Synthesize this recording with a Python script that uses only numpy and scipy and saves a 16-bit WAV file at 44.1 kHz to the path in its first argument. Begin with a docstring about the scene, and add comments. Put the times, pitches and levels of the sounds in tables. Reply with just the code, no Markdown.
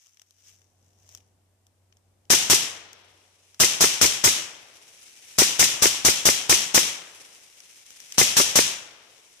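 """A suppressed semi-automatic rifle fires sixteen shots in four strings, a few metres from a phone.
Each shot is a chain of transients: hammer tick, muzzle thump, gas hissing from the suppressor, the
bullet's smack on the backstop and the bolt closing. The trees of the back yard scatter it as echoes.
Before and between the strings the gun is handled, a sleeve and dry leaves rustle and a far motor hums."""
import sys
import numpy as np
from scipy import signal
from scipy.fft import rfft, irfft
from scipy.io import wavfile
from scipy.ndimage import uniform_filter1d

SR = 44100
rng = np.random.default_rng(int(sys.argv[2]) if len(sys.argv) > 2 else 0)


def int16_out(signal):
    """Quantize to a 16-bit WAV file."""
    q = np.round(np.clip(np.atleast_2d(signal).T, -1, 1) * 32767)
    wavfile.write(sys.argv[1], SR, q.astype(np.int16))


N = 414526
TIME = np.arange(N) / SR
AGE = np.arange(SR // 4) / SR  # time since the onset of a transient [s]


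def undb(db):
    """The decibel law: 20 dB is a tenfold amplitude."""
    return 10 ** (np.asarray(db) / 20)


def add(out, sound, s):
    """Superposition: a sound joins the mix at time s."""
    i = max(int(s * SR), 0)
    out[:, i:i + sound.shape[-1]] += sound[..., :N - i]


def colour(x, spectrum, size=2048):
    """Minimum-phase filtering: folding the cepstrum gives a spectrum its causal impulse response."""
    hz, db = np.transpose(spectrum)
    log_hz = np.log(np.arange(size // 2 + 1) * SR / size + 1)
    log_gain = np.log(undb(np.interp(log_hz, np.log(hz), db)))
    cepstrum = irfft(log_gain)[:size // 2]
    cepstrum[1:] *= 2
    response = irfft(np.exp(rfft(cepstrum, size)))
    return signal.oaconvolve(np.atleast_2d(x), response[None], axes=1)[:, :x.shape[-1]]


def air(count, shared=0.72, alike_hz=800):
    """Partial coherence: white noise at two microphone ports, alike in the bass but not the treble."""
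    mid, side = rng.standard_normal((2, count))
    bass = signal.butter(1, alike_hz, fs=SR)
    mid += (np.sqrt(1 + shared) - 1) * signal.lfilter(*bass, mid)
    side += (np.sqrt(1 - shared) - 1) * signal.lfilter(*bass, side)
    return np.array([mid + side, mid - side]) / np.sqrt(2)


def grain(count, spread_db, size=40):
    """Random amplitude modulation: a gain of unit power that moves every `size` samples."""
    steps = undb(spread_db * rng.standard_normal(count // size + 1))
    gain = uniform_filter1d(np.repeat(steps, size), size // 2)[:count]
    return gain / np.sqrt(np.mean(gain ** 2))


def burst(rise, hold, fall, rough_db, shared=0):
    """A noise transient: exponential rise, hold and exponential decay (times in s)."""
    envelope = (1 - np.exp(-AGE / rise)) * np.exp(-np.maximum(AGE - hold, 0) / fall)
    return envelope * grain(len(AGE), rough_db) * air(len(AGE), shared, alike_hz=1600)


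def swell(s, db, rise_db_per_s, fall_db_per_s):
    """Exponential growth and decay: two straight slopes in decibels that meet at time s."""
    return undb(db - np.maximum((s - TIME) * rise_db_per_s, (TIME - s) * fall_db_per_s))


# Spectrum of the yard's hiss: (frequency [Hz], gain [dB])
HISS_SPECTRUM = [(1000, 0), (3000, 0.5), (4500, 1), (5900, -5), (8000, 3.5), (11000, 4), (14000, -1.5)]


def yard_hiss():
    """Stationary noise: a faint, steady floor."""
    return undb(-75) * colour(air(N), HISS_SPECTRUM)


# Envelope of the motor, loudest early on: (time [s], level [dB])
MOTOR_LEVELS = [(0, -87), (.55, -70.5), (1.15, -65.5), (1.6, -70.5), (2.2, -67.5), (3.5, -73.5), (4.8, -84),
                (9.4, -90)]
# Spectrum of its rumble: (frequency [Hz], gain [dB])
RUMBLE_SPECTRUM = [(25, -2), (70, 11), (160, 7.5), (400, 4.5), (750, 2.5), (1300, -8.5), (4000, -17.5),
                   (14000, -29)]


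def far_motor(hum_hz=94, waver_hz=1.7):
    """Frequency and amplitude modulation: one wavering tone over a dull rumble."""
    hz = hum_hz + waver_hz * (grain(N, spread_db=2.5, size=5000) - 1)
    hum = np.sqrt(2) * np.sin(2 * np.pi * np.cumsum(hz) / SR) * grain(N, spread_db=2, size=3000)
    rumble = undb(4.5) * colour(air(N), RUMBLE_SPECTRUM)
    return undb(np.interp(TIME, *np.transpose(MOTOR_LEVELS))) * (hum + rumble)


# Peaks of the rustle: (time [s], level [dB])
LEAF_PEAKS = [(3.5, -66.5), (5.4, -52.5), (7.2, -54), (8.15, -52.5), (9.4, -60)]
# Spectrum of dry leaves: (frequency [Hz], gain [dB])
LEAF_SPECTRUM = [(100, -9), (400, -5), (1200, -8.5), (2300, 4), (3200, 3.5), (4400, 0.5), (6500, 0.5),
                 (10500, 3), (14000, -8)]


def leaves(start_s=2.499, fade_in_s=0.5):
    """Modulated noise: dry leaves crackle densely and unevenly in slow swells."""
    swells = [swell(s, db, rise_db_per_s=9.5, fall_db_per_s=13) for s, db in LEAF_PEAKS]
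    stirring = np.max(swells, axis=0) * np.clip((TIME - start_s) / fade_in_s, 0, 1)
    crackle = grain(N, spread_db=2) * grain(N, spread_db=1.56, size=900) * air(N)
    return undb(4.5) * colour(stirring * crackle, LEAF_SPECTRUM)


def snags(per_s=35, top_db=7.5, range_db=8):
    """Stick-slip friction: the gain jumps for a millisecond or two wherever the cloth catches."""
    out = np.zeros((1, N))
    for when, size in rng.random((int(per_s * N / SR), 2)):
        add(out, undb(top_db + range_db * (size - 1)) * np.exp(-AGE / 0.0018), when * N / SR)
    return out


# Sleeve strokes: (time [s], level [dB], time to rise 20 dB [s]); a negative rise is a slow fade
SLEEVE_STROKES = [(0.02, -63, 3.7), (0.16, -68, -4), (0.49, -53, .19), (0.895, -72.5, 0.7),
                  (1.13, -55, 0.19)]
# Spectrum of rubbed cloth: (frequency [Hz], gain [dB])
CLOTH_SPECTRUM = [(200, -29), (1000, -13.5), (3000, -2), (4200, -6.5), (6000, 1), (9000, -5), (14000, -6)]


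def sleeve():
    """Friction noise: cloth slides over the stock in strokes that stop quickly."""
    rubbing = sum(swell(s, db, 20 / rise, fall_db_per_s=149) for s, db, rise in SLEEVE_STROKES)
    friction = rubbing * (1 + snags()) * grain(N, spread_db=4) * air(N)
    return undb(1.5) * colour(friction, CLOTH_SPECTRUM)


# Clicks of grip, safety and trigger, and of spent cases landing: (time [s], level [dB], boost of the body band
# [dB])
HANDLING_CLICKS = [(0.0682, -44, -7), (0.171, -50, 9), (0.196, -42.5, 2), (0.217, -39, -1),
                   (0.3077, -43.5, -11), (0.617, -51, 5), (1.0904, -39, -14), (1.149, -32.5, -3),
                   (1.174, -39.5, -5), (1.667, -47.5, -5), (1.925, -59, 16), (1.9693, -50.5, -14),
                   (2.253, -62, 10), (2.9305, -34, -8), (3.5446, -43.5, 9), (7.6034, -38, 6),
                   (7.9049, -36, -2), (8.0018, -30, 0.5), (8.122, -24.5, 3), (8.1441, -38, 12)]
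# Spectrum of a click: (frequency [Hz], gain [dB])
CLICK_SPECTRUM = [(100, -18), (700, -11), (2000, -7.5), (3200, 1), (4200, -5.5), (6000, 0), (9000, -6.5),
                  (14000, -5)]


def handling(body_hz=2600):
    """Impact noise: brief contacts give dry broadband clicks, some with more body than others."""
    out = np.zeros((2, N))
    body_band = signal.butter(1, [body_hz / 2, body_hz * 1.4], "band", fs=SR)
    for s, db, body_db in HANDLING_CLICKS:
        tick = burst(rise=0.00025, hold=0.0009, fall=0.0016, rough_db=1.5)
        tick += undb(-20.5) * burst(rise=0.001, hold=0.002, fall=0.01, rough_db=2)
        body = (undb(body_db) - 1) * signal.lfilter(*body_band, tick)
        add(out, undb(db) * (tick + body), s)
    return colour(out, CLICK_SPECTRUM)


# Echo of the trees: (frequency [Hz], near level [dB], near T60 [s], far level [dB], far T60 [s])
ECHO_BANDS = [(50, -37.5, 0.35, -56.5, 2.2), (110, -27.5, 0.6, -44.5, 2.2), (229, -25, 0.5, -42, 1.7),
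              (450, -27, 0.54, -37, 2.2), (900, -27, 0.68, -38, 1.97), (1600, -28.5, 0.84, -34.5, 1.52),
              (3200, -13.5, 0.5, -32, 1.55), (4470, -15.5, 0.4, -38, 1.54), (7200, -17.5, 0.47, -49.5, 1),
              (11300, -18.5, 0.37, -58, .7), (15000, -35, .3, -59.5, 0.61)]


def tree_echoes(shots, onset_s=0.057, swell_s=0.059, count=65536):
    """Scattering: near trunks return a grainy wash; the far wood is duller and decays more slowly."""
    out, t = np.zeros((2, N)), np.arange(count) / SR
    hz, near_db, near_t60, far_db, far_t60 = np.transpose(ECHO_BANDS)[:, :, None]
    build_up = (1 + np.tanh((t - onset_s) / swell_s)) / 2
    near = undb(near_db - 60 * (t - onset_s) / near_t60) * build_up
    far = undb(far_db - 60 * t / far_t60) * np.minimum(t / onset_s, 1)
    envelope = np.hypot(near, far)
    log_hz = np.log(np.arange(count // 2 + 1) * SR / count + 1)
    bands = np.array([np.interp(log_hz, np.log(hz[:, 0]), row) for row in np.eye(len(hz))])
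    # the trunks stand still, so every shot meets the same pattern of strong and weak echoes
    trunks = grain(count, spread_db=1, size=90)
    for s, *_, echo_db in shots:
        scatter = irfft(rfft(air(count) * trunks)[:, None] * bands)
        add(out, undb(echo_db) * np.sum(scatter * envelope, axis=1), s)
    return out


# Modes of the backstop: (frequency [Hz], level [dB], T60 [s])
BACKSTOP_MODES = [(374.6, -24.5, 0.049), (1800, -24, .035), (2047, -19.5, 0.041), (2466, -22.5, 0.03)]
# Spectrum of the bullet's smack: (frequency [Hz], gain [dB])
SMACK_SPECTRUM = [(25, -27), (60, -13.5), (150, -10.5), (400, -1.5), (700, -8.5), (1200, -9), (2500, -10.5),
                  (4500, -13.5), (14000, -23)]


def backstop(out, s, smack_db, ring_db, port_lag_s=0.00041):
    """Impact excitation: the bullet smacks and sets damped modes ringing, a little differently each hit."""
    smack = undb(smack_db) * burst(rise=0.00029, hold=0.0038, fall=0.0043, rough_db=5, shared=1)
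    hz, db, t60 = np.transpose(BACKSTOP_MODES)[:, :, None]
    detune, phase = rng.standard_normal((2, len(hz), 1))
    modes = undb(db - 60 * AGE / t60) * np.sin(2 * np.pi * (hz * (1 + 0.028 * detune) * AGE + phase))
    left, right = undb(ring_db + 6) * modes.sum(axis=0) + colour(smack, SMACK_SPECTRUM)
    # sound from down range meets the right port first
    add(out, np.array([np.roll(left, int(port_lag_s * SR)), right]), s)


# Spectrum of the hammer and bolt: (frequency [Hz], gain [dB])
STEEL_SPECTRUM = [(40, -24), (200, -23.5), (600, -35.5), (1500, -21.5), (3000, -12), (6000, -12),
                  (10000, -12), (14000, -20.5)]


def action(out, s, bolt_db, hammer_lead_s=0.0053, bolt_lag_s=0.044):
    """Steel impacts: the hammer falls before the blast; after it the spring drives the bolt home."""
    hammer = undb(-16.5) * burst(rise=0.00035, hold=0.0011, fall=0.0052, rough_db=4)
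    bolt = undb(bolt_db) * burst(rise=0.0014, hold=0.0039, fall=0.013, rough_db=1)
    add(out, colour(hammer, STEEL_SPECTRUM), s - hammer_lead_s)
    add(out, colour(bolt, STEEL_SPECTRUM), s + bolt_lag_s)


# Spectrum of the left sizzle: (frequency [Hz], gain [dB])
SIZZLE_SPECTRUM = [(3000, -44), (6500, -29), (9000, -9), (11000, 0.5), (14000, 2)]


def left_sizzle(out, s):
    """A bright sizzle of treble rides on the left channel alone for the first milliseconds of each shot."""
    jet = undb(-1.5) * burst(rise=0.0003, hold=0.004, fall=0.022, rough_db=3)
    add(out[:1], colour(jet[0], SIZZLE_SPECTRUM), s)


# Spectrum of the escaping gas: (frequency [Hz], gain [dB])
GAS_SPECTRUM = [(25, -37), (60, -11.5), (130, -8.5), (250, -11.5), (500, -13.5), (1000, -12), (2000, -13),
                (3200, -10.5), (5900, -8), (8000, -8), (14000, -12)]


def muzzle(out, s, thump_db, push_s=0.00072, front_s=0.00017):
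    """Blast wave: a short overpressure, then a longer suction; the suppressor vents slowly as a hiss."""
    pressure = (1 - np.exp(-AGE / front_s)) * (1 - AGE / push_s) * np.exp(-AGE / push_s)
    crack = undb(thump_db + 0.5) * burst(rise=0.0002, hold=0.0015, fall=0.0018, rough_db=0.5)
    # every round vents the same amount of gas
    hiss = undb(-0.03) * burst(rise=0.0018, hold=0.019, fall=0.022, rough_db=0)
    shadow = undb([[0], [-12]])  # the right port is shielded from the muzzle
    add(out, shadow * undb(thump_db - 1.5) * pressure, s)
    add(out, shadow * colour(crack, GAS_SPECTRUM), s - 0.0003)
    add(out, colour(hiss, GAS_SPECTRUM), s)


# Rounds fired, with relative levels:
# (time [s], thump [dB], smack delay [s], smack [dB], backstop ring [dB], bolt [dB], echo [dB])
ROUNDS = [(2.3024, 1.5, 0.031, 1.5, -2.5, -0.5, 4), (2.499, 0.5, 0.03, 0.5, -7, 2, 2.5),
          (3.5997, -7.3, 0.035, -2, -0.5, 1.5, 3), (3.807, -4.5, 0.032, 2, -1, -0.5, 3),
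          (4.0136, 2.5, 0.03, 0, -3.5, -0.5, 2), (4.2397, -3.5, 0.035, -3, -1.5, -1, 2.5),
          (5.385, 0.5, 0.033, 2, -5, 0, 3), (5.5935, -4, 0.033, -0.5, -2.5, 2.5, 3),
          (5.8217, -3.5, 0.033, -0.5, -4.5, 0.8, 1.5), (6.049, 2, 0.034, -0.5, -3, 0, 2),
          (6.2542, -1, 0.032, 0, -2.5, -0.8, 2), (6.4948, 0.5, 0.03, -2.5, -0.5, 1, 3),
          (6.7445, -0.5, 0.032, 1.5, -3, -1, 2.5), (8.1815, 5.5, 0.032, -1.5, 2.5, -0.5, 4),
          (8.3666, -12, 0.034, 1.6, -8, 1, 2.5), (8.5561, 1, 0.031, 1.7, -2, -1.5, 2.5)]


def rifle():
    """The self-loading cycle: every shot runs through hammer, blast, gas, hit and bolt."""
    out = np.zeros((2, N))
    for s, thump_db, smack_delay, smack_db, ring_db, bolt_db, _ in ROUNDS:
        action(out, s, bolt_db)
        muzzle(out, s, thump_db)
        left_sizzle(out, s)
        backstop(out, s + smack_delay, smack_db, ring_db)
    return out


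def scene():
    """Linear superposition: the sounds of the yard add up at the phone."""
    return yard_hiss() + far_motor() + leaves() + sleeve() + handling() + tree_echoes(ROUNDS) + rifle()


# Responses of the two microphone ports: (frequency [Hz], gain [dB])
LEFT_RESPONSE = [(100, 0.5), (1000, 2.5), (3000, 3.5), (4500, 1.5), (5200, 7), (5850, 10.5), (6800, 5),
                 (8000, 0), (10500, -10.5), (14000, -19.5)]
RIGHT_RESPONSE = [(100, 0.5), (1000, 0.5), (3000, -3), (4400, -4), (5900, 1.5), (7800, 2.5), (10500, -0.5),
                  (14000, -1)]


def record(dry, ceiling=0.57, top_hz=15000):
    """Resonance and saturation: each port colours the sound, the shots overload softly, the top is cut."""
    ports = np.vstack([colour(dry[0], LEFT_RESPONSE), colour(dry[1], RIGHT_RESPONSE)])
    low_pass = signal.ellip(10, 0.2, 80, top_hz, fs=SR, output="sos")
    return signal.sosfilt(low_pass, ceiling * np.tanh(ports / ceiling))


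dry = scene()
out = record(dry)
int16_out(out)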